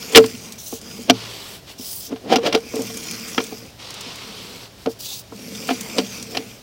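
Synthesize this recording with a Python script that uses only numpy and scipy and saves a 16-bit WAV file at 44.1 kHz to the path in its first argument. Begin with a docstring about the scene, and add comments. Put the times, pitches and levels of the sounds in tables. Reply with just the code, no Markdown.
"""Stiff cable shoved off its reel

A stiff push cable is fed off its reel and down a drain in repeated shoves, close to one microphone.
Modulated noise makes it rasp and tick in its guide; damped modes make its coils grind and knock on the
hollow reel frame, overloading the input. Mostly between shoves, shaped noise slides with a soft hiss and
a bright swish, most likely a hand taking a new grip. Steady hiss and a faint hum lie beneath."""
import sys
import numpy as np
from scipy import signal
from scipy.fft import rfft, irfft, next_fast_len
from scipy.io import wavfile
from scipy.ndimage import map_coordinates

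SR = 44100
rng = np.random.default_rng(int(sys.argv[2]) if len(sys.argv) > 2 else 0)


def materialize(psi):
    """Save the field psi as 16-bit PCM at rate SR to the path in sys.argv[1].

    A 1-D psi becomes a single channel; in a 2-D psi each row is a channel.
    """
    bounded = np.clip(np.atleast_2d(psi).T, -1, 1)
    quanta = np.round(bounded * 32767).astype(np.int16)
    wavfile.write(sys.argv[1], SR, quanta)


N = 291942


def amp(db):
    """Level to amplitude: 20 dB is a factor of ten."""
    return 10 ** (np.asarray(db) / 20)


def unit(x):
    """Power normalization: scale to rms 1."""
    return x / np.sqrt(np.mean(x ** 2) + 1e-20)


def clock():
    """Uniform sampling: the time of every sample in seconds."""
    return np.arange(N) / SR


def gain_at(points, hz):
    """Spectral envelope: interpolate (f/Hz, level/dB) over log frequency, -80 dB below the first point."""
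    f, db = np.transpose(points)
    return amp(np.interp(np.log(hz + 1), np.log(f), db, left=-80))


def wobble(rate):
    """Slow random modulation: a smooth curve through rate random knots a second."""
    knots = rng.standard_normal(int(N * rate / SR) + 4)
    return map_coordinates(knots, [clock() * rate])


def filtered(x, response):
    """Linear filtering: multiply the spectrum by a response of frequency."""
    m = next_fast_len(N + SR // 2)
    return irfft(rfft(x, m) * response(np.fft.rfftfreq(m, 1 / SR)), m)[:N]


def band(x, low_hz, high_hz):
    """Band-pass filtering: keep the part of x between two edges."""
    sections = signal.butter(2, [low_hz, high_hz], "bandpass", fs=SR, output="sos")
    return signal.sosfilt(sections, x)


def coloured(x, spectrum):
    """Spectral shaping: x through a spectral envelope, at rms 1."""
    return unit(filtered(x, lambda hz: gain_at(spectrum, hz)))


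def friction(rough_db, rate):
    """Stick-slip friction: noise whose strength varies as tiny contacts catch and let go."""
    return unit(rng.standard_normal(N) * amp(rough_db * wobble(rate)))


def shifting(x, patchy_db, centre_hz=None, whistle_db=0):
    """Time-varying filtering: a contact's colour drifts in patches, and one resonance may glide."""
    hz, t, z = signal.stft(x, SR, nperseg=512)
    patch = np.outer(np.hanning(11), np.hanning(25))  # frequency by time
    field = unit(signal.fftconvolve(rng.standard_normal(z.shape), patch, "same"))
    db = patchy_db * field
    if centre_hz is not None:
        offset_hz = hz[:, None] - np.interp(t, *centre_hz)
        db = db + whistle_db * np.exp(-(offset_hz / 650) ** 2)
    return signal.istft(z * amp(db), nperseg=512)[1][:N]


def catches(per_s, spread_db):
    """Random point process: single impulses at random moments, of random size."""
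    size_db = spread_db * np.clip(rng.standard_normal(N), -2, 1)
    return (rng.random(N) < per_s / SR) * amp(size_db)


def progress(start, end):
    """Stroke kinematics: the elapsed share of a stroke, 0 to 1, at every sample."""
    return np.clip((clock() - start) / (end - start), 0, 1)


def held(start, end, attack_s, release_s):
    """Contact envelope: linear attack, hold and linear release of a sliding contact."""
    t = clock()
    return np.clip((t - start) / attack_s, 0, 1) * np.clip((end - t) / release_s, 0, 1)


def add(track, s, sound):
    """Superposition: mix a sound in at time s."""
    part = track[max(round(s * SR), 0):][:len(sound)]
    part += sound[:len(part)]


# steady background hiss: f/Hz, relative level per Hz/dB
HISS_SPECTRUM = [(20, -17), (45, -16), (65, -8.5), (130, -7.5), (210, -13.5), (300, -15), (600, -15.5),
                 (1000, -22.5), (2000, -25), (3200, -22.5), (5400, -23), (7400, -30.5), (11000, -34),
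                 (15800, -34)]
# faint hum partials: f/Hz, relative rms level/dB
HUM_PARTIALS = [(64.6, -69), (113.0, -51.5), (193.8, -57.5), (290.7, -59.5), (387.6, -57), (667.5, -60.5)]


def floor():
    """Stationary background: shaped noise plus sine partials with slightly wandering phase."""
    hum = np.zeros(N)
    for hz, db in HUM_PARTIALS:
        phase = 2 * np.pi * hz * clock() + 0.23 * wobble(2.52)
        hum += amp(db) * np.sqrt(2) * np.sin(phase)
    hiss = coloured(rng.standard_normal(N), HISS_SPECTRUM)
    return amp(-45.5) * hiss + amp(-4.0) * hum


# slow slides: start t/s, end t/s, hiss level/dB, fine fizz level/dB, share of the stroke pressed hardest/1
SLIDE_STROKES = [(1.117, 1.612, -34.5, -42, 0.27), (1.659, 1.756, -39, -43, 0.58),
                 (3.779, 4.698, -35.5, -48, 0.32), (4.76, 4.89, -45.5, -50, 0.77)]
# soft sliding hiss: f/Hz, relative level per Hz/dB
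SLIDE_SPECTRUM = [(150, 3.5), (280, -2), (430, 3), (650, -2.5), (1050, 0.5), (1650, -5), (2600, 0.5),
                  (3000, 1.5), (4700, 1.5), (5900, -3), (7200, -11), (10000, -17.5), (15000, -38)]
# fine fizz of a slide: f/Hz, relative level per Hz/dB
FIZZ_SPECTRUM = [(5000, -26), (7900, 6), (8700, -3), (9500, 2), (11000, -2.5), (13000, 0), (15500, -1)]
SLIDE_ATTACK_S, SLIDE_RELEASE_S = 0.024, 0.057
# losses in dB per stroke length away from the strongest point; the fizz peaks at this share of the stroke
SLIDE_SAG_DB, FIZZ_SAG_DB, FIZZ_PEAK = 9, 12, 0.8


def slides():
    """Sliding friction: a soft hiss follows the contact pressure, and a fine fizz peaks late in the stroke."""
    hiss, fizz = np.zeros(N), np.zeros(N)
    for start, end, hiss_db, fizz_db, firmest in SLIDE_STROKES:
        contact = held(start, end, SLIDE_ATTACK_S, SLIDE_RELEASE_S)
        u = progress(start, end)
        hiss += contact * amp(hiss_db - SLIDE_SAG_DB * np.abs(u - firmest))
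        fizz += contact * amp(fizz_db - FIZZ_SAG_DB * np.abs(u - FIZZ_PEAK))
    hiss = hiss * coloured(friction(rough_db=1.04, rate=170), SLIDE_SPECTRUM)
    fizz = fizz * coloured(friction(rough_db=1.5, rate=320), FIZZ_SPECTRUM)
    return shifting(hiss + fizz, patchy_db=1.0)


# quick swishes: start t/s, end t/s, relative swish level/dB, relative fizz level/dB,
# mid-stroke swell of the fizz (negative: a dip)/dB, whistle f/Hz, mid-stroke dip of the whistle/Hz
SWISH_STROKES = [(0.578, 0.807, -36.5, -36.5, 12, 6152, 0), (1.777, 2.106, -35.5, -30, 18.5, 5650, 997),
                 (4.885, 4.95, -41, -48, 6, 5100, 0), (4.986, 5.228, -34, -40.5, -3, 5100, 1400)]
# bright swish: f/Hz, relative level per Hz/dB
SWISH_SPECTRUM = [(600, -11), (1600, -24), (2600, -10.5), (3300, -3.5), (5200, -3), (6300, -1.5),
                  (7500, -4), (9000, -12.5), (11500, -10.5), (15600, -8)]
# fine fizz of a swish: f/Hz, relative level per Hz/dB
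SPRAY_SPECTRUM = [(6000, -24), (8000, 8), (10000, 10), (11500, 6), (13500, 8), (15600, 14)]
SWISH_ATTACK_S, SWISH_RELEASE_S = 0.013, 0.032
SWISH_SWELL_DB = 2  # the swish swells by this much in mid-stroke


def swishes():
    """Gliding resonance in friction noise: quick bright slips swell in mid-stroke; a breezy peak may dip."""
    hiss, fizz, glide = np.zeros(N), np.zeros(N), []
    for start, end, db, fizz_db, swell_db, hz, dip_hz in SWISH_STROKES:
        contact = held(start, end, SWISH_ATTACK_S, SWISH_RELEASE_S)
        slack = 1 - np.sin(np.pi * progress(start, end))
        hiss += contact * amp(db - SWISH_SWELL_DB * slack)
        fizz += contact * amp(fizz_db - swell_db * slack)
        glide += [(start, hz), ((start + end) / 2, hz - dip_hz), (end, hz)]
    grain = coloured(friction(rough_db=1.74, rate=170), SWISH_SPECTRUM)
    hiss = hiss * amp(1.8 * wobble(28.04)) * grain
    fizz = fizz * coloured(friction(rough_db=1.8, rate=130), SPRAY_SPECTRUM)
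    breezy = shifting(hiss, patchy_db=1.5, centre_hz=np.transpose(glide), whistle_db=6.0)
    fine = shifting(fizz, patchy_db=1.8)
    return amp(-0.45) * breezy + amp(2.0) * fine


# modes of the hollow reel frame: nominal f/Hz, relative level/dB, decay time t60/s
FRAME_MODES = [(117, -31, 0.83), (195, -25.5, 0.28), (252.1, -0.5, 0.1), (304.5, 0, 0.032),
               (446.4, -2, 0.15), (530, -7, 0.046), (698, -15, 0.034), (768.4, -14.5, 0.057),
               (1030, -8, 0.0057)]


def frame_ring(hardness_db, scatter_db, detune=0.018):
    """Modal impulse response: damped frame modes after one blow; a harder blow favours the higher ones."""
    t = np.arange(SR // 2) / SR
    hz, db, t60 = np.transpose(FRAME_MODES)[:, :, None]
    hz = hz * (1 + detune * rng.standard_normal(hz.shape))  # the coil presses on a new spot each time
    tilt = hardness_db * np.clip(np.log2(hz / 335), -.5, .5)
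    level = db + tilt + scatter_db * rng.standard_normal(hz.shape)
    modes = amp(level - 60 * t / t60) * np.sin(2 * np.pi * hz * t)
    build_up = 1 - np.exp(-t * hz)  # each mode takes about a cycle
    sign = (-1) ** np.arange(len(FRAME_MODES))  # neighbouring modes move against each other at the contact
    return sign @ (modes * build_up)


def through_frame(force, hardness_db):
    """Convolution with a modal response: a continuous force keeps the frame's modes ringing."""
    ring = frame_ring(hardness_db, scatter_db=5.0)
    return signal.fftconvolve(force, ring / np.linalg.norm(ring))[:len(force)]


# stiff bending resonances of coil and cage: f/Hz, nominal width/Hz, relative level/dB
CAGE_MODES = [(713, 50, 23.5), (827, 52, 3), (1070, 13, 3), (1450, 30, 13), (1400, 13, 6), (1930, 13, 3),
              (2380, 73, 11), (2543, 16, 8), (2780, 53, 7.5), (2950, 43, -8.5), (3100, 320, 6.5),
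              (3680, 40, 8.5), (4000, 42, -42), (4450, 36, -4), (4740, 200, 0.5), (5798, 124, 11.5),
              (5800, 15, -15)]
# broad crack: f/Hz, relative level/dB
CRACK_SPECTRUM = [(150, -16), (600, 5), (1500, 3.5), (3200, 4), (5500, -1.5), (7500, -14), (11000, -23),
                  (16000, -23)]


def through_cage(force, crack_db):
    """Parallel resonators: a force heard as a broad crack plus the cage's short ring, at unit mean power gain."""
    def response(f):
        ring = 0
        for k, (centre, width, db) in enumerate(CAGE_MODES):
            damping = 1j * f * max(width, 65)
            ring = ring + (-1) ** k * amp(db) * damping / (centre * centre - f * f + damping)
        h = ring + amp(crack_db) * gain_at(CRACK_SPECTRUM, f)
        return h / np.sqrt(np.mean(np.abs(h) ** 2))
    return filtered(force, response)


def bundle(count):
    """Heavily damped body: the dull, pitchless shudder of the wound cable as band noise, at rms 1."""
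    return unit(band(rng.standard_normal(count), low_hz=215, high_hz=562))


# shoves of the cable: start t/s, fastest t/s, end t/s, relative rasp level/dB, relative frame rumble level/dB
SHOVE_STROKES = [(-.35, .03, 0.63, -35, -37.5), (0.792, 0.956, 1.13, -39, -37.5),
                 (2.54, 3.065, 3.733, -34.5, -36.5), (4.198, 4.34, 4.62, -54, -43),
                 (5.3, 5.726, 6.63, -35.5, -35.5)]
RASP_POWER, RUMBLE_POWER = 0.74, 0.49  # amplitude grows as this power of the speed


def feed():
    """Speed-dependent friction: rasp and rumble follow the cable's speed, one arch a shove."""
    rasp, rumble = np.zeros(N), np.zeros(N)
    for start, fastest, end, rasp_db, rumble_db in SHOVE_STROKES:
        speed = np.sin(np.pi / 2 * np.interp(clock(), [start, fastest, end], [0, 1, 0]))
        rasp += amp(rasp_db) * speed ** RASP_POWER
        rumble += amp(rumble_db) * speed ** RUMBLE_POWER
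    return rasp, rumble


# rasp of the cable in its guide: f/Hz, relative level per Hz/dB
RASP_SPECTRUM = [(300, 2), (750, -9.5), (1100, -4), (1700, -7), (2350, 2), (3100, -4.5), (3800, -8.5),
                 (4900, 2.5), (6200, -1.5), (7200, -4), (8800, -9), (11000, -11.5), (15500, -10)]
SMALL_BUMPS_PER_S, SMALL_BUMP_DB = 9.1, -3  # loose coils nudging the frame; level against the rumble


def shoves():
    """Friction-driven vibration: the running cable rasps, stirs the cage, and rumbles and bumps the frame."""
    rasp, rumble = feed()
    rasp = rasp * amp(0.8 * wobble(16))  # the feed surges a little
    drag_spectrum = [(60, -22), (115, 13.5), (180, 18.0), (260, -4.0), (350, -0.5), (450, -6.0),
                     (800, -3.5), (2000, -21)]  # f/Hz, relative level per Hz/dB
    drag = coloured(friction(rough_db=2.5, rate=32), drag_spectrum)
    body = unit(through_frame(drag, hardness_db=-1.5))
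    nudges = rumble * catches(SMALL_BUMPS_PER_S, spread_db=5)
    bumps = signal.fftconvolve(nudges, frame_ring(hardness_db=2.5, scatter_db=7.0))[:N]
    grit = shifting(coloured(friction(rough_db=1.5, rate=670), RASP_SPECTRUM), patchy_db=3.0)
    scrape = band(friction(rough_db=6.5, rate=280), low_hz=1960, high_hz=9700)
    cage = unit(through_cage(scrape, crack_db=-39))
    frame = amp(-2.5) * rumble * body + amp(SMALL_BUMP_DB) * bumps
    return frame + rasp * (amp(-1.25) * grit + amp(-8.0) * cage)


# sharpest ticks of the cable in its guide: t/s, relative level/dB
SHARP_TICKS = [(0.1228, -17), (.26, -19.5), (0.5227, -19), (0.8145, -23.5), (2.7563, -17), (2.819, -20.5),
               (2.972, -16), (3.1108, -21), (3.4398, -19), (3.9057, -24.5), (3.9402, -23), (4.008, -19.5),
               (4.1574, -25.5), (5.809, -13), (6.2264, -25)]
# bright snap: f/Hz, relative level per Hz/dB
TICK_SPECTRUM = [(700, -27), (2400, -11), (4000, -6.5), (6500, -1.5), (9000, -6), (12000, -15.5),
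                 (16000, -11)]
SMALL_TICKS_PER_S = 51  # mean rate of faint ticks, scaled by the rasp


def ticks():
    """Impulsive stick-slip: bright snaps as the cable catches in its guide, faint ones whenever it runs."""
    rasp, _ = feed()
    snaps = rasp * catches(SMALL_TICKS_PER_S, spread_db=8.5)
    for s, db in SHARP_TICKS:
        add(snaps, s, amp([db]))
    t = np.arange(SR // 10) / SR
    fading = signal.fftconvolve(snaps, amp(-60 * t / 0.039))[:N]  # t60 0.039 s
    return amp(-7.5) * fading * coloured(friction(rough_db=-3.0, rate=1600), TICK_SPECTRUM)


# coils grinding along the frame: peak t/s, relative groan level/dB, hardness/(dB/octave),
# relative grit level/dB, time constant of swell and release/s
COIL_GRINDS = [(0.161, -14.5, 4, -22, 0.024), (1.099, -14, -5, -24, 0.0098),
               (2.122, -18.5, -24, -37.5, 0.013), (2.261, -25, -8, -57, 0.019),
               (2.303, -15, -8, -35, 0.0042), (2.329, -8, 7, -14, .016), (2.436, -20, 6, -39, 0.0059),
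               (2.467, -13, 3, -16, 0.016), (2.548, -9, 5, -21.5, .012), (2.763, -23, 3, -36, 0.015),
               (2.814, -21.5, -2.5, -51, 0.018), (5.709, -15, 6, -20, 0.011), (5.987, -16, -10, -30, 0.019),
               (6.367, -25, -9, -40, 0.04)]


def grinds():
    """Forced vibration by friction: a coil drags over the frame with growing pressure, then lets go."""
    groan, grit, t = np.zeros(N), np.zeros(N), clock()
    drag = friction(rough_db=1.5, rate=610)
    for s, groan_db, hardness_db, grit_db, swell in COIL_GRINDS:
        near = np.abs(t - s) < .3
        pressure = np.exp(-np.abs(t[near] - s) / swell)
        ringing = through_frame(pressure * drag[near], hardness_db)
        shudder = amp(-5) * pressure * bundle(len(pressure))
        groan[near] += amp(groan_db) * (ringing + shudder)
        grit[near] += amp(grit_db) * pressure
    scrape = through_cage(grit * friction(rough_db=1.0, rate=500), crack_db=12)
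    return amp(-2.96) * groan + amp(-1.5) * scrape


# coils striking the frame: t/s, relative thud level/dB, hardness/(dB/octave), relative clack level/dB,
# clack centre f/Hz, relative sharp crack level/dB
COIL_KNOCKS = [(0.1483, -12, 16, 12.5, 2560, -4), (.157, 1, 15, -7, 1300, 16),
               (.17, 12, 10.5, 12, 1180, 19), (.24, -19, -18, -9.5, 1390, -19.5),
               (.725, -20.5, -2, -24, 970, -30), (1.0975, -2, -13, 4.5, 780, 3.5),
               (1.793, -29.5, -15, -38, 600, -52), (2.124, -25, 0, -26, 700, -46),
               (2.16, -40, 0, -25, 1170, -32), (2.321, -9.5, 8, 0, 854, -29),
               (2.3581, -10, -8, -3, 900, -1), (2.383, -12, 4, -19, 1000, -24),
               (2.462, -31, -5, -18, 1300, -8.5), (2.526, -24, 15, -12, 1410, -13),
               (2.548, -18.5, -4, -7.5, 960, -3.5), (2.573, -22, 5, -17.5, 920, -22.5),
               (2.736, -16.5, 2, -20, 750, -39), (2.79, -15, -7, -30, 755, -42),
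               (2.899, -36, 12, -29, 750, -46), (3.379, -8.5, -4, 4, 1700, -16.5),
               (3.401, -20, -1, -13.5, 1200, -22), (3.521, -21.5, -3, -26.5, 920, -40),
               (3.651, -35, 9, -57, 700, -41), (4.062, -36.5, -26, -52, 610, -58),
               (4.859, -15, -2, -7, 620, -24), (4.87, -10.5, 0.5, -23, 650, -49),
               (5.321, -27, 0, -27.5, 800, -44), (5.689, -17.5, -3, -4.5, 1350, -24),
               (5.704, -14, -12, -9.5, 750, -29), (5.9829, -9.5, -3.5, -4, 755, -0.5),
               (6.348, -26, -5, -17, 1112, -13), (6.37, -22, -2, -16, 960, -10)]
# t60 of the chatter at clack level 0 dB; it doubles per so many dB less, as a lighter blow seats more slowly
CHATTER_T60_S, CHATTER_DOUBLES_DB = 0.037, 78
SHUDDER_DB, SHUDDER_T60_S = -5.5, 0.096  # the wound cable shudders with each blow; level against the thud


def knocks():
    """Impact excitation: each blow rings the frame while the coil chatters on the cage, hollow and cracking."""
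    thuds, clacks, crack = np.zeros(N), np.zeros(N), np.zeros(N)
    t = np.arange(SR // 2) / SR
    for s, thud_db, hardness_db, clack_db, clack_hz, crack_db in COIL_KNOCKS:
        t60 = CHATTER_T60_S * 2 ** (-clack_db / CHATTER_DOUBLES_DB)
        chatter = amp(-60 * t / t60) * (1 - np.exp(-t / 0.00072))
        hollow = unit(band(rng.standard_normal(len(t)), clack_hz / 1.63, clack_hz * 1.66))
        shudder_decay = amp(SHUDDER_DB - 60 * t / SHUDDER_T60_S) * (1 - np.exp(-t / 0.0033))
        shudder = shudder_decay * bundle(len(t))
        add(thuds, s, amp(thud_db) * (frame_ring(hardness_db, scatter_db=1.5) + shudder))
        add(clacks, s, amp(clack_db) * chatter * hollow)
        add(crack, s, amp(crack_db) * chatter)
    sharp = band(crack * friction(rough_db=5, rate=660), low_hz=2080, high_hz=17000)
    cage_force = amp(-16.0) * clacks + amp(-0.5) * sharp
    return amp(-3.5) * thuds + through_cage(cage_force, crack_db=5.5)


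def scene():
    """Superposition of all sources: one microphone feeds both channels."""
    mono = floor() + slides() + swishes() + shoves() + ticks() + grinds() + knocks()
    return np.array([mono, mono])


TOP_HZ = 15900  # upper band limit


def record(dry):
    """Overload and band limiting: the input clips at full scale, then all above the top edge is removed."""
    clipped = np.clip(dry, -1, 1)
    return np.array([filtered(channel, lambda hz: hz < TOP_HZ) for channel in clipped])


dry = scene()
out = record(dry)
materialize(out)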